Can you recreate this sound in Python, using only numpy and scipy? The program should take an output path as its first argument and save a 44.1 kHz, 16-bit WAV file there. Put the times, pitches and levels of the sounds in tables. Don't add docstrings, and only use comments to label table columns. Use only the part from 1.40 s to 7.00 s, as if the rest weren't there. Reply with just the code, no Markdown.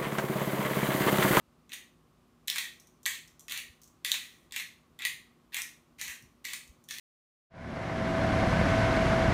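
import sys
import numpy as np
from scipy import signal
from scipy.fft import rfft, irfft
from scipy.io import wavfile

SR = 44100
rng = np.random.default_rng(int(sys.argv[2]) if len(sys.argv) > 2 else 0)


def unload_wav(signal):
    wavfile.write(
        sys.argv[1],
        SR,
        np.round(np.clip(np.atleast_2d(signal).T, -1, 1) * 32767).astype(np.int16),
    )


N = 246911


def undb(db):
    return 10 ** (np.asarray(db) / 20)


def unit(x):
    return x / np.sqrt(np.sum(x ** 2) + 1e-30)


def lookup(points, hz):
    table_hz, value = np.transpose(points)
    return np.interp(np.log(np.maximum(hz, 1)), np.log(table_hz), value)


def add(out, start_s, sound):
    i = max(int(start_s * SR), 0)
    out[i:i + len(sound)] += sound[:max(N - i, 0)]


# frequency in Hz, relative spectral density in dB.
AIR_SPECTRUM = [(20, -40), (42, -10.5), (65, -7.5), (180, -6.5), (330, -9.5), (460, -15), (950, -20),
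                (1110, -13.5), (1300, -19.5), (1700, -26), (2800, -28), (5000, -32.5), (15500, -39)]
# frequency in Hz, rms level in dB.
HUM_TONES = [(53.8, -78), (156.1, -75.5), (240, -72.5), (360, -80)]

def room_tone(air_db=-66, waver=0.13, knots=18):
    t = np.arange(N) / SR
    noise = rfft(rng.standard_normal(N))
    colour = undb(lookup(AIR_SPECTRUM, np.arange(len(noise)) * SR / N))
    air = unit(irfft(noise * colour, N)) * np.sqrt(N)
    knot_s = np.linspace(0, t[-1], knots)
    hum = 0
    for hz, db in HUM_TONES:
        swell, drift = (np.interp(t, knot_s, row) for row in rng.standard_normal((2, knots)))
        hum += np.sqrt(2) * undb(db) * (1 + waver * swell) * np.sin(2 * np.pi * hz * t + drift / 2)
    return undb(air_db) * air + hum


# start and length in seconds,
# burr level in dB, barrel and snap in dB relative to the burr, drop to the trickle in dB.
WRIST_TWISTS = [(0.292, 0.094, -67, 6, -3, -30), (1.073, 0.18, -51, 2, -3, -17),
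                (1.655, 0.1, -53, -0.5, -2, -27), (2.084, 0.115, -52, 3, -2.5, -25),
                (2.643, 0.11, -51, 1.5, 1, -5), (3.121, 0.086, -53.5, 2, -3, -21),
                (3.586, 0.11, -54.5, 6, -11, -18), (4.12, 0.08, -53, 4.5, -4.5, -31),
                (4.582, 0.14, -55.5, 4, 1.5, -22), (5.04, 0.1, -55, 2, -0.5, -21),
                (5.48, 0.13, -57, 0, 0, -19)]

def crumbling(grains_per_s=620, spread_db=2, tear_s=0.0003, size=18432, grains=400):
    start_s, length_s, burr_db, barrel_db, snap_db, trickle_db = np.transpose(WRIST_TWISTS)
    pushes = np.zeros((len(start_s), size))
    for push, span, trickle in zip(pushes, length_s, trickle_db):
        gaps, strength = rng.exponential(size=(2, grains))
        grain_s = np.cumsum(gaps) / grains_per_s
        force = undb(spread_db * np.minimum(strength, 3.5)) * pressure(grain_s, span, trickle)
        inside = grain_s * SR < size
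        push[(grain_s[inside] * SR).astype(int)] = force[inside]
    pushes = signal.lfilter([1], [1, -np.exp(-1 / (tear_s * SR))], pushes + 1e-18)
    out = np.zeros(N)
    for start, span, db, sound in zip(start_s, length_s, burr_db, mill(pushes, barrel_db, snap_db)):
        add(out, start, sound * undb(db) * np.sqrt(span * SR))
    return out


def pressure(t, length_s, trickle_db, bite_s=0.009, ease_db_per_s=26, trickle_s=0.13):
    hold = (1 - np.exp(-t / bite_s)) * undb(-ease_db_per_s * t)
    trickle = undb(trickle_db) * np.exp(-np.maximum(t - length_s, 0) / trickle_s)
    return hold * np.where(t < length_s, 1, trickle)


# centre in Hz, width in Hz, relative level in dB.
BURR_MODES = [(3226, 660, -1.6), (3860, 1100, 0.57)]
BARREL_MODES = [(570, 570, -24.5), (1160, 560, -12.5), (1764, 340, -6), (1931, 220, 0), (2182, 230, -4.5),
                (2515, 480, -1)]
SNAP_MODES = [(6360, 1840, 0.13), (8930, 2440, -0.82), (13270, 3900, -0.28)]

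def mill(pushes, barrel_db, snap_db, colour=1):
    barrel = undb(barrel_db)[:, None] * ring(pushes, BARREL_MODES, colour)
    snap = undb(snap_db)[:, None] * ring(pushes, SNAP_MODES, colour)
    return ring(pushes, BURR_MODES, colour) + barrel + snap


def ring(pushes, modes, colour, scatter_db=3.0, grip_detune=0.032):
    hz = np.arange(pushes.shape[1] // 2 + 1) * SR / pushes.shape[1]
    spectra = 0
    for centre_hz, width_hz, db in modes:
        share = undb(scatter_db * rng.standard_normal(pushes.shape)) * rng.choice([-1, 1], pushes.shape)
        shift = 1 + grip_detune * rng.standard_normal((len(pushes), 1))
        mode = rfft(pushes * share) * resonance(hz, centre_hz * shift, width_hz)
        spectra += undb(db) * mode / np.linalg.norm(mode, axis=1, keepdims=True)
    return np.array([unit(row) for row in irfft(spectra * colour)])


def resonance(hz, centre_hz, width_hz):
    offset = 1j * (hz ** 2 - centre_hz ** 2) / (np.maximum(hz, 1) * width_hz)
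    return 1 / (1 + np.sqrt(2) * offset + offset ** 2)


# start in seconds, burr level all round in dB,
# barrel and snap in dB relative to the burr, pitch of the piece in Hz.
CORN_CRACKS = [(0.2938, -56.5, -2, 2, 6460), (0.3193, -40.5, -2, -9, 3330), (0.3302, -41, -4, -3, 3100),
               (0.334, -40, 0, 3, 1820), (1.075, -47, -6, 9.5, 12700), (1.0814, -28.5, -6.5, -0.5, 3680),
               (1.0998, -29.5, -17, -1.5, 3500), (1.159, -33.5, 3.5, 1, 1200), (1.1825, -28, 0, -1, 3400),
               (1.6559, -30.5, -9.5, -10, 4260), (1.6612, -28, 4, 4.5, 990), (1.665, -40, 13.5, -1, 1700),
               (2.0821, -46, 5.5, 5, 6860), (2.0966, -40, -11, -5.5, 3400), (2.11, -38.5, -1, -1, 3570),
               (2.121, -33, -3, -1, 3720), (2.1756, -38, -2, 2.5, 3450), (2.648, -28, -2.5, -2.5, 3950),
               (2.661, -37.5, 0, 2, 4300), (2.7174, -22, -18, -5, 4200), (2.7409, -34, 5.5, 1, 3960),
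               (3.1094, -54.5, -6, -9, 3500), (3.1225, -42, -4.5, 1, 6200), (3.162, -31, 2, -0.5, 2330),
               (3.1982, -36, 2, -2, 4300), (3.5906, -44, -7, -3.5, 3670), (3.6208, -35, -1, -7, 3400),
               (3.651, -27, 3.5, 0.5, 1940), (4.1446, -33, -2.5, 2, 13400), (4.167, -33.5, 2.5, 2.5, 6980),
               (4.1875, -44.5, 12.5, 9, 2300), (4.2188, -45, -14, 11.5, 6900), (4.6133, -36, 0, 4, 6200),
               (4.6794, -44.5, 7, 7.5, 6500), (5.0481, -41.5, 4.5, -7, 2040), (5.0516, -38.5, 5, 4.5, 2150),
               (5.134, -36, 0.5, 4, 9040), (5.4875, -48, -7, 2.5, 4000), (5.5088, -36.5, -2, 0.5, 6800),
               (5.584, -41, -11, -3, 3480)]

def cracks():
    return fractures(CORN_CRACKS, splinter_gain=0.66, splinter_s=0.002)


def fractures(rows, splinter_gain, splinter_s, tear_s=0.00026, size=2048, splinters=10):
    start_s, burr_db, barrel_db, snap_db, piece_hz = np.transpose(rows)
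    tear = np.arange(size) / SR / tear_s
    pushes = np.tile(tear * np.exp(1 - tear), (len(start_s), 1))
    for push in pushes:
        lags = np.minimum(rng.exponential(splinter_s, splinters) * SR, size // 2).astype(int)
        push[lags] += splinter_gain * rng.exponential(size=splinters)
    hz = np.arange(size // 2 + 1) * SR / size
    colour = 1 + 0.9 / (1 + 2j * (hz / piece_hz[:, None] - 1) / 0.25)
    gain = undb(burr_db) * np.sqrt(SR / 1000)
    sounds = mill(pushes, barrel_db, snap_db, colour) * gain[:, None]
    beam_db = 2.5 - 0.27 * barrel_db
    around, ahead = np.zeros((2, N))
    for start, beam, sound in zip(start_s, undb(beam_db), sounds):
        add(around, start, sound)
        add(ahead, start, sound * beam)
    return np.array([around, ahead])


# frequency in Hz, time to fall 60 dB in seconds.
KITCHEN_DECAY = [(300, 0.07), (1850, 0.354), (5000, 0.3677), (13000, 0.3056)]
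# frequency in Hz, dB relative to the dry sound.
KITCHEN_LEVEL = [(300, 1.5), (2000, 4.1), (4000, 4.1), (7000, 5.1), (13000, 2.3)]

def echoes(first_s=0.00088, build_s=0.00033):
    t = np.arange(int(0.6 * SR)) / SR
    noise = rfft(rng.standard_normal(len(t)))
    octave = np.log2(np.clip(np.arange(len(noise)) * SR / len(t), 250, 16000))
    onset = 1 - np.exp(-np.maximum(t - first_s, 0) / build_s)
    response = np.zeros(len(t))
    for hz in 250 * 2 ** np.arange(7):
        band = irfft(noise * np.maximum(1 - abs(octave - np.log2(hz)), 0), len(t))
        decay = np.exp(-np.log(1000) * t / lookup(KITCHEN_DECAY, hz))
        response += band * unit(onset * decay) * undb(lookup(KITCHEN_LEVEL, hz))
    return response


def kitchen(sound, spots=5, spot_s=0.04):
    place = np.arange(N) / SR / spot_s
    out = np.zeros(N)
    for spot in range(spots):
        nearness = np.maximum(1 - abs((place - spot) % spots - 1), 0)
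        out += signal.fftconvolve(sound * np.sqrt(nearness), echoes())[:N]
    return out


# start in seconds, burr level all round in dB.
REGRIP_TICKS = [(1.399, -66), (1.471, -70.5), (1.631, -68), (1.876, -68), (1.995, -61.5), (2.417, -68),
                (2.434, -65.5), (2.476, -72), (4.824, -70), (5.277, -70.5), (5.44, -72.5)]

def ticks(barrel_db=-12, snap_db=13, piece_hz=6000):
    rows = [(start_s, burr_db, barrel_db, snap_db, piece_hz) for start_s, burr_db in REGRIP_TICKS]
    return fractures(rows, splinter_gain=1.6, splinter_s=0.0042)


# centre in seconds, envelope peak in dB, pitch in Hz.
BODY_BUMPS = [(2.305, -53, 79.2), (4.7, -54, 71.4), (4.836, -53.5, 118), (4.86, -58, 65),
              (5.304, -48.5, 60)]

def bumps(width_s=0.008):
    out = np.zeros(N)
    for centre_s, db, hz in BODY_BUMPS:
        t = np.arange(N) / SR - centre_s
        envelope = np.exp(-(t / width_s) ** 2 / 2)
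        out += undb(db) * envelope * np.sin(2 * np.pi * hz * t)
    return out


def scene():
    around, ahead = cracks() + ticks()
    grit = crumbling()
    return (ahead + grit + kitchen(around + grit) + bumps() + room_tone())[None]


def record(dry, top_hz=15400):
    lowpass = signal.ellip(8, 0.2, 70, top_hz, fs=SR, output="sos")
    return signal.sosfilt(lowpass, dry)


dry = scene()
out = record(dry)
unload_wav(out)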